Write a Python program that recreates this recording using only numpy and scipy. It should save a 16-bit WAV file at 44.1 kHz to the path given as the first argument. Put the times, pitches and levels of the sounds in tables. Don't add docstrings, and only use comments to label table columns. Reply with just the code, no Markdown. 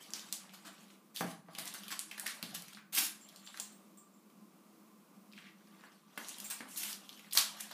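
import sys
import numpy as np
from scipy import signal
from scipy.fft import rfft, irfft, next_fast_len
from scipy.io import wavfile
from scipy.ndimage import uniform_filter1d, map_coordinates

SR = 44100
rng = np.random.default_rng(int(sys.argv[2]) if len(sys.argv) > 2 else 0)


def materialize(psi):
    bounded = np.clip(np.atleast_2d(psi).T, -1, 1)
    quanta = np.round(bounded * 32767).astype(np.int16)
    wavfile.write(sys.argv[1], SR, quanta)


N = 340893

# f/Hz, relative level/dB
HISS_SPECTRUM = [(18, -84), (30, -59), (133, -36.5), (197, -11.5), (284, -16), (332, -16.5), (443, -21.5),
                 (492, -23), (575, -23.5), (945, -27), (1140, -24), (1720, -37), (2300, -33.5), (3400, -37),
                 (15500, -37.5)]
# f/Hz, half the width of each of two cascaded resonances/Hz, rms level/dB
DRONE_BANDS = [(169.4, 14, -75.5), (195.5, 7.7, -69.5), (209.4, 6.9, -68), (248, 7.2, -82.5),
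               (322.4, 5.2, -76.5), (1038, 4.5, -82.5), (1169, 18, -78.5), (1150, 390, -79.5)]
# t/s, activity as crinkle level/dB
BOUTS = [
    [(0, -59), (0.12, -61.5), (0.2, -59.5), (0.62, -65), (0.78, -67.5), (0.94, -69.5), (1.02, -96)],
    [(1.47, -78), (1.54, -63.5), (1.6, -53.5), (1.73, -59), (1.86, -57), (2.06, -67.5), (2.3, -51),
     (2.41, -59.5), (2.6, -58), (2.76, -64), (2.82, -79)],
    [(3.15, -70), (3.33, -69), (3.58, -59.5), (3.75, -72.5), (3.85, -95)],
    [(5.36, -71), (5.53, -78), (5.6, -76), (5.85, -70), (6.03, -79), (6.16, -68.5), (6.24, -54.5),
     (6.4, -57), (6.62, -60.5), (6.89, -58.5), (7.02, -69), (7.22, -63), (7.3, -66), (7.52, -55.5),
     (7.73, -56)],
]
# f/Hz, relative level/dB
CRINKLE_SPECTRUM = [(1200, -22), (2500, 4.5), (4000, 7), (7000, 3.5), (12000, 2), (15500, -7.5)]
# f/Hz, relative level/dB
RUB_SPECTRUM = [(100, -38), (250, -25), (600, 0), (1150, 0.5), (2300, -3), (3500, -4.5), (8000, -30.5)]
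# t/s, decay length/s, nominal level/dB, resonance f/Hz, relative brightness/dB
SNAP_EVENTS = [(.1055, 0.00053, -44, 6500, -22), (.1358, 0.0019, -27.5, 5160, -22),
               (.195, .0004, -38.5, 5000, -18), (.3259, 0.0034, -24.5, 6860, -6),
               (.4945, 0.00044, -50, 2900, -29), (.9031, 0.002, -52.5, 2900, -29),
               (1.1623, 0.0018, -32.5, 3540, -12), (1.171, .004, -34, 3500, -17),
               (1.2088, 0.002, -33.5, 1800, -7), (1.5862, 0.0018, -36, 4500, -29),
               (1.596, .001, -35, 10000, -12), (1.6558, 0.0011, -36.5, 8700, -3),
               (1.6725, 0.00051, -47, 7500, -14), (1.6757, 0.005, -34, 7400, -16),
               (1.7394, 0.0019, -36.5, 9600, -20), (1.748, .004, -46, 4000, -3),
               (1.8353, 0.0012, -41, 3050, -8), (1.906, 0.00025, -37.5, 1670, -11),
               (1.9924, 0.00066, -38, 3000, -21), (1.9927, 0.001, -27, 8400, -32),
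               (2.0028, .0004, -53, 9600, -20), (2.1977, 0.00019, -29.5, 9300, -27),
               (2.2091, .0005, -46.5, 9200, -22), (2.4276, 0.003, -29, 3640, -7.5),
               (2.5478, 0.0037, -34, 3900, -11), (2.5523, 0.00058, -38, 11000, -15),
               (2.6222, 0.0012, -40, 4140, -2), (2.6831, 0.0009, -45, 2400, -5),
               (2.733, 0.00046, -46, 3450, -10), (2.9495, 0.0033, -24.5, 8500, 2),
               (3.2875, 0.00484, -45.5, 3930, -8), (3.361, 0.0008, -45, 4470, -9),
               (3.4654, 0.00069, -48, 4430, -16), (3.4739, 0.0025, -41, 3560, -29),
               (3.5992, 0.0046, -27.5, 7000, -13), (4.3, 0.0063, -61, 2500, -7),
               (5.165, .008, -67, 4000, -1), (5.318, .001, -57, 3000, -18),
               (5.3251, 0.0006, -52, 4200, -20), (5.334, 0.00227, -48.5, 2600, -22),
               (5.3778, .0016, -45, 2000, -35), (5.3817, .0008, -46.5, 1680, -33),
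               (5.387, 0.002, -46, 2800, -27), (5.6728, .0006, -61, 3900, -14),
               (6.1763, 0.0075, -34.5, 2210, -4), (6.285, 0.0014, -36, 7630, -6),
               (6.2918, 0.0025, -34.5, 7200, -18), (6.3843, 0.0029, -39.5, 9000, -5),
               (6.4014, 0.002, -34, 6540, -2), (6.4505, 0.0034, -41, 8000, -6),
               (6.5025, .002, -37, 7500, -5), (6.508, 0.0087, -30, 8700, -9),
               (6.6065, 0.0027, -36.5, 1860, -18), (6.6885, .001, -52, 11000, 5),
               (6.761, .001, -42, 3900, -11), (6.7735, 0.013, -27, 10370, 0),
               (6.833, 0.0054, -28.5, 2380, 0), (6.929, 0.0025, -33, 4730, -11),
               (7.0924, 0.0011, -38, 3620, -11), (7.1769, 0.00069, -52, 3250, -10.5),
               (7.1945, 0.0011, -46.5, 2420, -11), (7.3105, 0.0072, -41.5, 4000, -12),
               (7.3245, 0.0078, -32, 3970, -14), (7.3334, 0.002, -26, 7000, 7),
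               (7.351, 0.0064, -25.5, 6350, -4), (7.374, 0.0043, -11, 3700, -9.5),
               (7.3825, 0.0092, -19, 6500, -7), (7.3912, 0.0014, -30, 12000, -8),
               (7.4115, 0.00118, -24.5, 6350, -14), (7.6065, 0.0059, -30.5, 8900, -23),
               (7.637, .0015, -48, 7180, -21), (7.694, .001, -49, 3000, -3),
               (7.714, 0.0028, -40, 3900, -11)]
# t/s, direct peak level/dB, lower edge f/Hz, upper edge f/Hz
FLOOR_BLOWS = [(.136, -45, 200, 2500), (.326, -49.5, 300, 3000), (2.179, -49, 496, 1300),
               (2.4274, -41, 200, 2500), (3.6, -47, 130, 1800), (5.837, -44.5, 804, 1500),
               (6.1755, -32, 170, 4000), (6.6045, -38.5, 150, 900), (7.351, -37, 600, 900),
               (7.711, -40.5, 700, 1090)]
# f/Hz, width/Hz, relative level/dB
ONION_MODES = [(240, 86, 0), (636, 150, -6), (960, 310, -4.5), (1490, 110, -0.5), (1720, 120, -1),
               (2100, 110, -2), (2740, 200, -6), (3270, 220, -7)]
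# t/s, pull length/s, nominal level/dB, treble tilt/(dB per octave), swell start to end/dB
RIP_EVENTS = [(0.15, 0.041, -54, -4, -7), (0.534, 0.018, -53.5, -4, -3), (0.646, 0.036, -53.5, -6, 2),
              (1.144, 0.0716, -48.5, -1, 4), (1.262, 0.053, -55, -4, 3), (1.644, 0.028, -53.5, -4.5, 11),
              (1.741, 0.035, -52.5, -5, -17), (1.906, 0.024, -43, -4, 2), (2.541, 0.017, -43, -1, 2),
              (2.923, 0.066, -36.5, -0.9, 19), (2.982, 0.088, -38, 0.2, -7), (6.503, 0.024, -47.5, -4.5, 1),
              (6.76, 0.16, -46, -0.5, -0.5), (7.327, 0.063, -39, 0.5, 15), (7.596, 0.0094, -49, 2, 13)]
# f/Hz, relative level/dB
SKIN_SPECTRUM = [(60, -65), (180, -33), (300, -5.5), (439, -24.5), (674, -11), (937, -9), (1370, -5.5),
                 (2100, -2.5), (3940, 1), (11900, 2.5), (15500, 0.5)]
# t/s, direct peak level/dB, lower edge f/Hz, upper edge f/Hz
CABINET_BLOWS = [(1.208, -26.5, 230, 2300), (1.485, -46, 390, 1180), (1.583, -44.5, 249, 1496),
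                 (2.426, -44.5, 240, 260), (2.49, -51, 240, 240), (2.545, -50.5, 240, 280)]
# f/Hz, width/Hz, relative level/dB
CABINET_MODES = [(179, 42, 11), (331, 70, 2), (393, 160, -3.5), (662, 21, 6), (784, 34, 4), (1174, 200, -4),
                 (1620, 320, -6), (1890, 370, 0.5), (2040, 790, -3.5)]
# t/s, decay length/s, nominal level/dB, mouth resonance f/Hz, relative brightness/dB
JAW_CLOSURES = [(1.5503, 0.0029, -36.5, 2930, -13), (1.5828, 0.0017, -39, 3900, -20),
                (1.5857, .0025, -29.5, 1670, -2.5), (1.8815, .0032, -35.5, 3080, -6),
                (1.917, 0.0046, -38, 1980, -16), (1.924, 0.0037, -34, 3300, -23),
                (2.113, 0.0044, -33, 2280, -13), (2.1788, .005, -33, 1740, -9),
                (2.262, .003, -32.5, 1900, -10), (2.2655, 0.005, -24.5, 2010, -5),
                (2.771, 0.0056, -41.5, 1500, -26), (2.784, 0.0024, -47.5, 2400, -24),
                (3.543, 0.0037, -40, 1500, -25), (3.5737, .0018, -38, 1840, -10)]
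# t/s, nominal level/dB, relative level of upper modes and tick/dB
TAG_TOUCHES = [(3.212, -62, -11), (3.361, -64.5, -10), (3.401, -68, -9), (3.446, -58, -11),
               (3.601, -52, -5.5), (3.721, -72, 4.5), (3.974, -64.5, -1.5), (4.135, -75.5, -12),
               (6.444, -51.5, 3.5), (6.501, -53, 7)]
# f/Hz, relative level/dB, t60/s
TAG_MODES = [(7330, 1.5, 0.14), (7850, -10, 0.1), (8323, -2, 0.091), (8420, 4, 0.08), (9000, -13, 0.13),
             (15230, 0, 0.12)]
# t/s, length/s, level before the stroke's envelope/dB, centre f/Hz
BRUSH_STROKES = [(5.355, 0.034, -65, 2900), (5.412, 0.09, -61, 2300), (5.778, 0.1, -68, 1610),
                 (6.265, 0.03, -54, 6700), (6.678, 0.26, -52.5, 8550), (7.363, 0.059, -43.5, 1170)]
# f/Hz, width/Hz, gain/dB
PANEL_MODES = [(796, 16, -11.5), (1144, 25, -3.5)]
# f/Hz, t60/s
ROOM_DECAY = [(100, 0.66), (250, 0.5), (600, 0.36), (1300, 0.43), (3700, 0.31), (10000, 0.31), (15000, 0.2)]

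HISS_WAVER_DB, HISS_WAVER_PER_S = 2.0, 3.963
DRONE_WAVER_DB, DRONE_WAVER_PER_S = 3, 11
FADE_S = 0.03
USUAL_DB = -60
RUB_DB, RUB_GROWS = -62.5, 0.72
SHIFT_DB = 4
TICKS_PER_S, TICK_DB, TICK_SPREAD_DB = 13, 8.5, 4
TICK_HZ, TICK_OCTAVES = 4070, 0.79
TICK_BRIGHT_DB, TICK_LENGTH_S = -28, 0.00093
CRACK_DB, CRACK_GROWS = -2, 0.32
EDGE_SHARE = 0.33
TOP_HZ = 15400


def amp(db):
    return 10 ** (np.asarray(db) / 20)


def unit(x):
    return x / np.sqrt(np.mean(x ** 2) + 1e-20)


def along(points, hz):
    f, v = np.transpose(points)
    return np.interp(np.log(hz + 1), np.log(f), v)


def filtered(x, response):
    m = next_fast_len(len(x) + min(len(x), SR // 8))
    return irfft(rfft(x, m) * response(np.fft.rfftfreq(m, 1 / SR)), m)[:len(x)]


def resonance(f, centre, width):
    return 1j * f * width / (centre ** 2 - f ** 2 + 1j * f * width)


def causal(gain):
    cepstrum = irfft(np.log(np.maximum(gain, 1e-5 * gain.max())))
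    half = len(cepstrum) // 2
    cepstrum[1:half] *= 2
    cepstrum[half + 1:] = 0
    return irfft(np.exp(rfft(cepstrum)))


def add(track, s, x):
    part = track[round(s * SR):][:len(x)]
    part += x[:len(part)]


def wobble(rate):
    return map_coordinates(rng.standard_normal(size=200), [np.arange(N) * rate / SR], mode="mirror")


def crackle(n, rate, spread_db):
    size = amp(spread_db * np.minimum(rng.standard_normal(n), 2))
    return (rng.random(n) < rate / SR) * size * rng.choice([-1, 1], n)


def patchy(x, depth_db):
    z = signal.stft(x, nperseg=512)[2]
    field = uniform_filter1d(rng.standard_normal(z.shape), size=7, axis=0)
    field = uniform_filter1d(field, size=5, axis=1)
    return signal.istft(z * amp(depth_db * unit(field)), nperseg=512)[1][:len(x)]


def room_tail(build):
    hz, t, z = signal.stft(rng.standard_normal(SR // 2), SR, nperseg=256)
    decay = amp(-60 * t / along(ROOM_DECAY, hz)[:, None])
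    tail = signal.istft(z * decay, SR, nperseg=256)[1]
    tail *= 1 - np.exp(-(np.arange(len(tail)) / SR / build) ** 2)
    return tail / np.linalg.norm(tail)


def in_room(x, wet_db):
    answer = amp(wet_db) * room_tail(build=0.0012)
    answer[0] += 1
    return signal.fftconvolve(x, answer)


def hum():
    hiss = unit(filtered(rng.standard_normal(N), lambda f: amp(along(HISS_SPECTRUM, f))))
    out = amp(-67.0 + HISS_WAVER_DB * wobble(HISS_WAVER_PER_S)) * hiss
    for hz, width, db in DRONE_BANDS:
        band = filtered(rng.standard_normal(N), lambda f: resonance(f, hz, 2 * width) ** 2)
        waver = amp(DRONE_WAVER_DB * wobble(DRONE_WAVER_PER_S))
        out += amp(db) * unit(band * waver)
    return out


def fuss():
    out = np.zeros(N)
    for bout in BOUTS:
        s, activity_db = np.transpose(bout)
        start = max(s[0] - FADE_S, 0)
        t = np.arange(int(start * SR), int((s[-1] + FADE_S) * SR)) / SR
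        fade = np.clip(np.minimum(t - s[0], s[-1] - t) / FADE_S + 1, 0, 1)
        crinkle_db = np.interp(t, s, activity_db)
        rub_db = RUB_DB + RUB_GROWS * (crinkle_db - USUAL_DB)
        flakes = in_room(crackle(len(t), rate=350, spread_db=7), wet_db=13.5)[:len(t)]
        crinkle = unit(filtered(patchy(flakes, SHIFT_DB), lambda f: amp(along(CRINKLE_SPECTRUM, f))))
        grains = crackle(len(t), rate=3000, spread_db=1.5)
        rub = unit(filtered(patchy(grains, SHIFT_DB), lambda f: amp(along(RUB_SPECTRUM, f))))
        add(out, start, fade * (amp(crinkle_db) * crinkle + amp(rub_db) * rub))
    return out


def stray_ticks():
    ticks = []
    for bout in BOUTS:
        s, activity_db = np.transpose(bout)
        chance = rng.standard_normal(size=(50, 3))
        moments = s[0] + (np.arange(len(chance)) + chance[:, 0] / 2) / TICKS_PER_S
        for at, (_, size, pitch) in zip(moments, chance):
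            if s[0] < at < s[-1]:
                db = np.interp(at, s, activity_db) + TICK_DB + TICK_SPREAD_DB * size
                hz = TICK_HZ * 2 ** (TICK_OCTAVES * np.clip(pitch, -2, 2))
                ticks.append((at, TICK_LENGTH_S, db, hz, TICK_BRIGHT_DB))
    return snaps(ticks)


def snaps(rows, q=1.56, crack_hz=3900, bright_hz=11500, crest_db=17.0, wet_db=-1, follow=0.4):
    out, t = np.zeros(N), np.arange(SR // 30) / SR
    f = np.fft.rfftfreq(len(t), 1 / SR) + 1
    for s, length, db, hz, bright_db in rows:
        # f/Hz, resonator width/Hz, level/dB
        bands = [(hz, hz / q, 0),
                 (crack_hz, 3500, CRACK_DB + CRACK_GROWS * bright_db),
                 (bright_hz, 9000, bright_db + 6.0)]
        power = 0
        for centre, width, level in bands:
            power += (amp(level) * unit(np.abs(resonance(f, centre, width)) ** 2)) ** 2
        edge = 1 + (EDGE_SHARE * min(hz, crack_hz) / f) ** 8
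        flake = unit(causal(np.sqrt(power / edge)))
        fractures = crackle(len(t), rate=8000, spread_db=4) * np.exp(-(t / length) ** 2)
        excitation = follow * fractures + (t == 0)
        direct = unit(signal.fftconvolve(excitation, flake)[:len(t)])
        tail = sum(signal.fftconvolve(ray, room_tail(build=0.00046)) for ray in (direct, flake))
        tail /= np.sqrt(2)
        add(out, s, amp(db - crest_db) * direct)
        add(out, s, amp(db - crest_db + wet_db) * tail)
    return out


def thuds(rows, modes, wet_db, boards_hz):
    out, push = np.zeros(N), signal.unit_impulse(SR // 6)

    def body(f):
        return sum((-1) ** k * amp(db) * resonance(f, hz, width)
                   for k, (hz, width, db) in enumerate(modes))

    radiation = lambda f: -f ** 2 / (boards_hz ** 2 - f ** 2 + 1j * f * boards_hz)
    for s, db, low_hz, high_hz in rows:
        contact = lambda f: (1j * f / (low_hz + 1j * f) / (1 + 1j * f / high_hz)) ** 2
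        knock = filtered(push, lambda f: body(f) * contact(f) * radiation(f))
        add(out, s, in_room(amp(db) * knock / np.abs(knock).max(), wet_db=wet_db))
    return out


def floor_thuds():
    return thuds(FLOOR_BLOWS, ONION_MODES, wet_db=0.5, boards_hz=150)


def rips(edge=0.0028):
    out = np.zeros(N)
    for s, length, db, tilt_db, swell_db in RIP_EVENTS:
        t = np.arange(int((length + 6 * edge) * SR)) / SR
        pull = (1 - np.exp(-t / edge)) * np.exp(-np.maximum(t - length, 0) / edge)
        pull *= amp(swell_db * (np.minimum(t / length, 1) - 0.5))
        tilt = lambda f: tilt_db * np.log2(np.maximum(f, 1000) / 6000)
        colour = lambda f: amp(along(SKIN_SPECTRUM, f) + tilt(f))
        fractures = patchy(crackle(len(t), rate=7500, spread_db=4.7), depth_db=2.5)
        tear = amp(db) * pull * unit(filtered(fractures, colour))
        add(out, s, in_room(tear, wet_db=-0.5))
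    return out


def cabinet_bumps():
    return thuds(CABINET_BLOWS, CABINET_MODES, wet_db=2.0, boards_hz=92)


def chomps():
    return snaps(JAW_CLOSURES, q=1.75, crack_hz=3900, bright_hz=10200, crest_db=18.5, wet_db=0.0, follow=0.9)


def tag(t60_tick=0.014, flutter=0.1, chatter_db=4):
    out, t = np.zeros(N), np.arange(SR // 3) / SR
    phase = lambda hz: 2 * np.pi * hz * t + flutter * np.cumsum(rng.standard_normal(len(t)))
    chatter = lambda: chatter_db * map_coordinates(rng.standard_normal(size=60), [t * 110])
    for s, db, upper_db in TAG_TOUCHES:
        ring = 0
        for k, (hz, level, t60) in enumerate(TAG_MODES):
            partial_db = level + upper_db * (k > 1) + chatter() - 60 * t / t60
            ring += amp(partial_db) * np.sin(phase(hz))
        bright_noise = np.diff(rng.standard_normal(len(t) + 1))
        tick = 1.9 * amp(upper_db - 60 * t / t60_tick) * bright_noise
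        add(out, s, in_room(amp(db - 1.0) * (ring + tick), wet_db=4.0))
    return out


def scuffs():
    out = np.zeros(N)
    for s, length, db, hz in BRUSH_STROKES:
        n = int(length * SR)
        grains = crackle(n, rate=7000, spread_db=9.0)
        grains = unit(filtered(grains, lambda f: resonance(f, hz, 0.88 * hz) ** 2))
        stroke = np.sin(np.pi * np.arange(n) / n) ** 0.42
        add(out, s, in_room(amp(db) * grains * stroke, wet_db=-2.0))
    return out


def panel(x):
    return filtered(x, lambda f: sum(amp(db) * resonance(f, hz, width) for hz, width, db in PANEL_MODES))


def scene():
    dog = fuss() + stray_ticks() + snaps(SNAP_EVENTS) + floor_thuds() + rips()
    dog += cabinet_bumps() + chomps() + tag() + scuffs()
    return (dog + panel(dog) + hum())[None]


def record(dry):
    return np.array([filtered(x, lambda f: f < TOP_HZ) for x in dry])


dry = scene()
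out = record(dry)
materialize(out)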